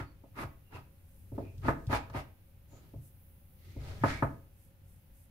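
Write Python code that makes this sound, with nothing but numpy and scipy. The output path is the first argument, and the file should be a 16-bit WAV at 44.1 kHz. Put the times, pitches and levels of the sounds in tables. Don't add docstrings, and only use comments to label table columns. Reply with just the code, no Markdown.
import sys
import numpy as np
from scipy import signal
from scipy.fft import rfft, irfft
from scipy.io import wavfile

SR = 44100
rng = np.random.default_rng(int(sys.argv[2]) if len(sys.argv) > 2 else 0)


def int16_out(signal):
    q = np.round(np.clip(np.atleast_2d(signal).T, -1, 1) * 32767)
    wavfile.write(sys.argv[1], SR, q.astype(np.int16))


N = 233850
TIME = np.arange(N) / SR

# pitch_hz, level_db
COOKWARE_MODES = [(218, -0.5), (256, 3.5), (290, 5.5), (395, -4.5), (555, -0.5), (638, -6), (706, 3),
                  (858, 7), (955, -18.5), (1035, 2.5), (1160, -8.5), (1262, 3), (1455, -0.5), (1580, 0),
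                  (1660, 0.5), (1751, -5.5), (1990, -15.5), (2267, -15.5), (2465, -16.5), (2735, -26),
                  (2990, -13)]
COOKWARE_T60_S = 0.052
# freq_hz, level_db
CLACK_SPECTRUM = [(100, -21), (170, -6.5), (255, 2.5), (340, -9), (460, -3), (650, 2.5), (900, -3.5),
                  (1700, -0.5), (2600, -6), (5000, -5.5), (15000, -19.5)]
# start_s, ring_db, cutoff_hz, thump_db
KNOCK_HITS = [(0.001, -35, 1630, -36), (0.237, -45.5, 744, -58), (0.372, -44, 1500, -56),
              (0.387, -32.5, 1770, -49), (0.431, -33, 1210, -34.5), (0.724, -47.5, 2420, -66),
              (1.319, -37.5, 510, -34), (1.38, -25.5, 689, -44.5), (1.651, -28.5, 990, -50),
              (1.6826, -14, 1530, -26), (1.897, -28.5, 720, -32.5), (1.9282, -20, 1400, -31),
              (2.098, -42, 1420, -39.5), (2.1469, -27.5, 930, -32.5), (2.729, -47, 693, -52),
              (2.937, -40.5, 573, -47), (3.763, -38, 524, -35), (4.0364, -12.5, 1410, -22),
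              (4.224, -16, 1370, -23)]


def knocks(clack_db=-15, clack_t60_s=0.15, tick_db=-45, spit_db=-43, spit_t60_s=0.17,
           hard_blow_hz=1500, rebound_s=0.0088, rebound_db=-11):
    cookware = ring(COOKWARE_MODES, COOKWARE_T60_S, spread=0.41)
    t = np.arange(cookware.shape[1]) / SR
    clack_fade = decay(t, clack_t60_s)
    body = cookware + amp(clack_db) * noise(CLACK_SPECTRUM, len(t)) * clack_fade
    spit = amp(spit_db) * noise(SPIT_SPECTRUM, len(t)) * decay(t, spit_t60_s)
    out = np.zeros((2, N))
    for start_s, ring_db, cutoff_hz, _ in KNOCK_HITS:
        blow = signal.sosfilt(signal.butter(4, cutoff_hz, fs=SR, output="sos"), body)
        blow = blow / abs(blow).max()
        tick = amp(tick_db) * rng.standard_normal(body.shape) * clack_fade
        hardness = min(cutoff_hz / hard_blow_hz, 1) ** 2
        add(out, start_s, amp(ring_db) * (blow + (tick + spit) * hardness))
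        add(out, start_s + rebound_s, amp(ring_db + rebound_db) * blow)
    return out


# start_s, thump_db
SOFT_BUMPS = [(0.771, -42.5), (1.58, -39), (1.66, -30.5), (1.868, -26.5), (2.951, -36), (2.978, -38.5),
              (3.802, -38.5), (3.938, -41.5), (4.008, -26.5)]
# ring_db, length_s
PUSH_LENGTHS = [(-19, 0.010), (-17.5, 0.0008)]


def pushes(bump_length_s=0.007):
    from_knocks = [(start_s, thump_db, np.interp(ring_db, *np.transpose(PUSH_LENGTHS)))
                   for start_s, ring_db, _, thump_db in KNOCK_HITS]
    return from_knocks + [(start_s, thump_db, bump_length_s) for start_s, thump_db in SOFT_BUMPS]


# pitch_hz, level_db
COUNTER_MODES = [(60, 1), (88, 3), (117, 7), (136, 4)]


def thumps(t60_s=0.19, lag_s=0.0018, low_cut_hz=45):
    counter = ring(COUNTER_MODES, t60_s, spread=0.54)
    counter = signal.sosfilt(signal.butter(2, low_cut_hz, "highpass", fs=SR, output="sos"), counter)
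    out = np.zeros((2, N))
    for start_s, thump_db, length_s in pushes():
        push = np.sin(np.pi * np.arange(0, length_s, 1 / SR) / length_s) ** 2
        thump = signal.fftconvolve(counter, push[None], axes=1)
        add(out, start_s + lag_s, amp(thump_db) * thump / abs(thump).max())
    return out


# freq_hz, level_db
RASP_SPECTRUM = [(80, -4.5), (250, -10), (450, -5), (800, -1), (1400, -3.5), (2000, -1.5), (2700, -6.5),
                 (3300, -14.5), (5000, -22), (8000, -47.5), (15000, -51.5)]
# freq_hz, level_db
HISS_SPECTRUM = [(1000, -29), (2800, 10), (4200, 11.5), (6000, 5), (7800, 1), (11000, -4), (15500, -17)]
# freq_hz, level_db
DRAG_SPECTRUM = [(25, -15.5), (60, -10.5), (115, 1), (180, -18.5), (280, -10), (450, -15), (1000, -70.5)]
# peak_s, scrape_db, fall_s, hollow_hz, drag_db
SPOON_STROKES = [(0.005, -44, 0.029, 1310, -45), (0.408, -39.5, 0.036, 1120, -41.5),
                 (0.765, -51, 0.042, 900, -49), (1.40, -63.5, 0.08, 600, -44),
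                 (1.684, -40, 0.036, 1200, -32), (1.947, -32, 0.036, 845, -47),
                 (2.181, -40.5, 0.034, 733, -46), (2.775, -68.5, 0.17, 520, -61.5),
                 (3.7, -71, 0.45, 2143, -65), (3.88, -54, 0.12, 456, -55.5), (4.088, -42, 0.085, 1730, -60)]


def scrapes(ring_db=-7, judder_db=1.5, quick_rise_s=0.037, quick_fall_s=0.033,
            firm_scrape_db=-39.5, firm_hiss_db=-56.5):
    friction = slips(per_s=3500, spread_db=2.0, smooth=0.66)
    cookware = ring(COOKWARE_MODES, COOKWARE_T60_S, spread=0.38)
    ringing = unit(signal.fftconvolve(friction[:1], cookware, axes=1)[:, :N])
    rasp = unit(colour(friction, RASP_SPECTRUM) + amp(ring_db) * ringing)
    hiss = colour(slips(per_s=3300, spread_db=-10.5, smooth=0.89), HISS_SPECTRUM)
    drag = noise(DRAG_SPECTRUM)
    out = np.zeros((2, N))
    for peak_s, scrape_db, fall_s, hollow_hz, drag_db in SPOON_STROKES:
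        slowness = fall_s / quick_fall_s
        rise_s = quick_rise_s * slowness ** 0.42
        hiss_db = firm_hiss_db + 1.01 * (scrape_db - firm_scrape_db) + 4.5 * np.log2(slowness)
        scrape = unit(rasp + hollow(rasp, hollow_hz, width_hz=380))
        stroke = amp(scrape_db) * scrape + amp(hiss_db) * hiss + amp(drag_db) * drag
        out += swell(peak_s, rise_s, fall_s, bite=2.5) * stroke
    return out * amp(judder_db * waver(rate_hz=15))


def slips(per_s, spread_db, smooth):
    sizes = amp(spread_db * np.minimum(rng.exponential(1, N), 4))
    train = sizes * (rng.random(N) < per_s / SR)
    return unit(train * rng.standard_normal((2, N))) + smooth * rng.standard_normal((2, N))


def hollow(x, pitch_hz, width_hz):
    radius = np.exp(-np.pi * width_hz / SR)
    feedback = [1, -2 * radius * np.cos(2 * np.pi * pitch_hz / SR), radius ** 2]
    return unit(signal.lfilter([1, 0, -1], feedback, x))


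# start_s, length_s, pitch_hz, width_hz, level_db
SPOON_SQUEAKS = [(0.001, 0.16, 4480, 200, -75), (0.617, 0.17, 2800, 110, -76),
                 (0.721, 0.078, 2620, 350, -56.5), (1.38, 0.2, 2477, 315, -66),
                 (2.663, 0.18, 6870, 1000, -70), (3.541, 0.43, 2260, 750, -76.5),
                 (4.018, 0.25, 2260, 200, -50)]


def squeaks():
    hz = np.fft.rfftfreq(N, 1 / SR)
    out = np.zeros((2, N))
    for start_s, length_s, pitch_hz, width_hz, level_db in SPOON_SQUEAKS:
        size = round(length_s * SR)
        band = 1 / (1 + (2 * (hz - pitch_hz) / width_hz) ** 2)
        chatter = unit(irfft(rfft(rng.standard_normal((2, N))) * band, N))[:, :size]
        add(out, start_s, amp(level_db) * chatter * np.hanning(size))
    return out


# start_s, level_db
FOOD_TICKS = [(1.58, -58), (1.618, -60.5), (1.868, -50.5), (2.099, -54.5)]


def ticks(t60_s=0.055):
    t = np.arange(SR // 10) / SR
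    out = np.zeros((2, N))
    for start_s, level_db in FOOD_TICKS:
        add(out, start_s, amp(level_db) / 2 * noise(HISS_SPECTRUM, len(t)) * decay(t, t60_s))
    return out


# freq_hz, level_db
RUMBLE_SPECTRUM = [(20, -4), (35, -7), (55, 4.5), (70, -3.5), (90, 6.5), (120, -8), (160, -7.5), (280, -25),
                   (420, -27), (900, -46)]


def pan_rumble(rest_db=-58.5, under_thump_db=-23, grip_s=0.24, settle_s=0.17):
    moving_power = sum((amp(thump_db + under_thump_db) * swell(start_s, grip_s, settle_s)) ** 2
                       for start_s, thump_db, _ in pushes())
    return np.sqrt(amp(rest_db) ** 2 + moving_power) * noise(RUMBLE_SPECTRUM)


# freq_hz, level_db
SIZZLE_SPECTRUM = [(4000, -35.5), (8500, -16.5), (9700, -4.5), (12000, -0.5), (15500, -0.5)]
# freq_hz, level_db
SPIT_SPECTRUM = [(3000, -24.5), (6500, -11.5), (9500, -3), (12000, 0), (15500, -12.5)]
# peak_s, level_db, width_s
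SIZZLE_FLARES = [(1.17, -74, 0.26), (3.059, -65.5, 0.04), (4.63, -68, 0.08), (4.92, -66.5, 0.07),
                 (5.21, -67.5, 0.07)]


def sizzle(bed_db=-70, under_scrape_db=-20.5, spit_width_s=0.033, wander_db=2.17):
    flares = sum(amp(level_db) * swell(peak_s, width_s, width_s)
                 for peak_s, level_db, width_s in SIZZLE_FLARES)
    pushed = sum(amp(scrape_db + under_scrape_db) * swell(peak_s, spit_width_s, spit_width_s)
                 for peak_s, scrape_db, *_ in SPOON_STROKES)
    bed = amp(bed_db) * noise(SIZZLE_SPECTRUM)
    spits = colour(slips(per_s=2800, spread_db=1.5, smooth=0.7), SPIT_SPECTRUM)
    return (bed + (flares + pushed) * spits) * amp(wander_db * waver(rate_hz=1.6))


# freq_hz, level_db
AIR_SPECTRUM = [(20, 2), (150, 4.5), (300, -4), (470, -17), (545, 1.5), (620, -16.5), (800, -9.5),
                (1100, -16.5), (1400, -15.5), (1800, -17), (2600, -16.5), (4000, -23), (7500, -30.5),
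                (15000, -39)]


def room_air(level_db=-67):
    return amp(level_db) * noise(AIR_SPECTRUM)


# freq_hz, t60_s
KITCHEN_DECAY = [(100, 0.29), (300, 0.46), (1000, 0.34), (2500, 0.37), (8000, 0.22)]


def kitchen(x, wet_db=-7, predelay_s=0.0059, build_s=0.003):
    wall_spectrum = [(50, 2), (130, -3), (280, -0.5), (600, -3), (2000, -4.5), (15000, 4)]
    hz, t, bands = signal.stft(noise(wall_spectrum, SR // 2), SR, nperseg=256)
    bands = bands * decay(t, read(KITCHEN_DECAY, hz)[:, None])
    tail = signal.istft(bands, SR, nperseg=256)[1]
    tail *= np.clip((np.arange(tail.shape[1]) / SR - predelay_s) / build_s, 0, 1)
    tail /= np.sqrt((tail ** 2).sum(1).mean())
    return x + amp(wet_db) * signal.fftconvolve(x, tail, axes=1)[:, :N]


# freq_hz, correlation
STEREO_LIKENESS = [(60, 1), (250, 0.79), (500, 0.77), (1000, 0), (2000, 0), (8000, 0.0032), (15000, 0.18)]


def colour(x, spectrum):
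    hz = np.fft.rfftfreq(x.shape[1], 1 / SR)
    likeness = read(STEREO_LIKENESS, hz)
    mid, side = rfft(x) * np.sqrt([1 + likeness, 1 - likeness])
    shaped = np.array([mid + side, mid - side]) * amp(read(spectrum, hz))
    return unit(irfft(shaped, x.shape[1]))


def noise(spectrum, size=N):
    return colour(rng.standard_normal((2, size)), spectrum)


def ring(modes, t60_s, spread):
    t, out = np.arange(SR // 2) / SR, 0
    for k, (pitch_hz, level_db) in enumerate(modes):
        stereo_phase = spread * pitch_hz / 1000 * (-1) ** k * np.array([[1], [-1]])
        out = out + amp(level_db) * np.sin(2 * np.pi * pitch_hz * t + k * k + stereo_phase)
    return out / abs(out).max() * decay(t, t60_s)


def decay(t, t60_s):
    return np.exp(-np.log(1000) * t / t60_s)


def swell(peak_s, rise_s, fall_s, bite=2):
    front = abs((peak_s - TIME) / rise_s) ** bite
    back = ((TIME - peak_s) / fall_s) ** 2
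    return np.exp(-np.where(TIME < peak_s, front, back))


def waver(rate_hz):
    hz = np.fft.rfftfreq(N, 1 / SR)
    return unit(irfft(rfft(rng.standard_normal(N)) / (1 + (hz / rate_hz) ** 2), N))


def amp(db):
    return 10 ** (np.asarray(db) / 20)


def unit(x):
    return x / np.sqrt(np.mean(x ** 2) + 1e-20)


def read(points, hz):
    freq_hz, value = np.transpose(points)
    return np.interp(np.log(hz + 1), np.log(freq_hz + 1), value)


def add(mix, start_s, sound):
    part = mix[:, round(start_s * SR):][:, :sound.shape[1]]
    part += sound[:, :part.shape[1]]


def scene():
    spooning = knocks() + thumps() + scrapes() + squeaks() + ticks()
    return kitchen(spooning) + pan_rumble() + sizzle() + room_air()


# freq_hz, left_over_right_db
PORT_BALANCE = [(60, 2.5), (250, -2), (1000, 0), (2200, -2.5), (3200, -1), (4500, 1.5), (6500, 7),
                (9000, -6.5), (12000, -1.5), (15000, 0)]


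def record(dry, high_cut_hz=15720):
    lean_db = read(PORT_BALANCE, np.fft.rfftfreq(N, 1 / SR)) * np.array([[.5], [-.5]])
    heard = irfft(rfft(dry) * amp(lean_db), N)
    high_cut = signal.firwin(511, high_cut_hz, window=("kaiser", 9), fs=SR)
    return signal.oaconvolve(heard, high_cut[None], "same")


dry = scene()
out = record(dry)
int16_out(out)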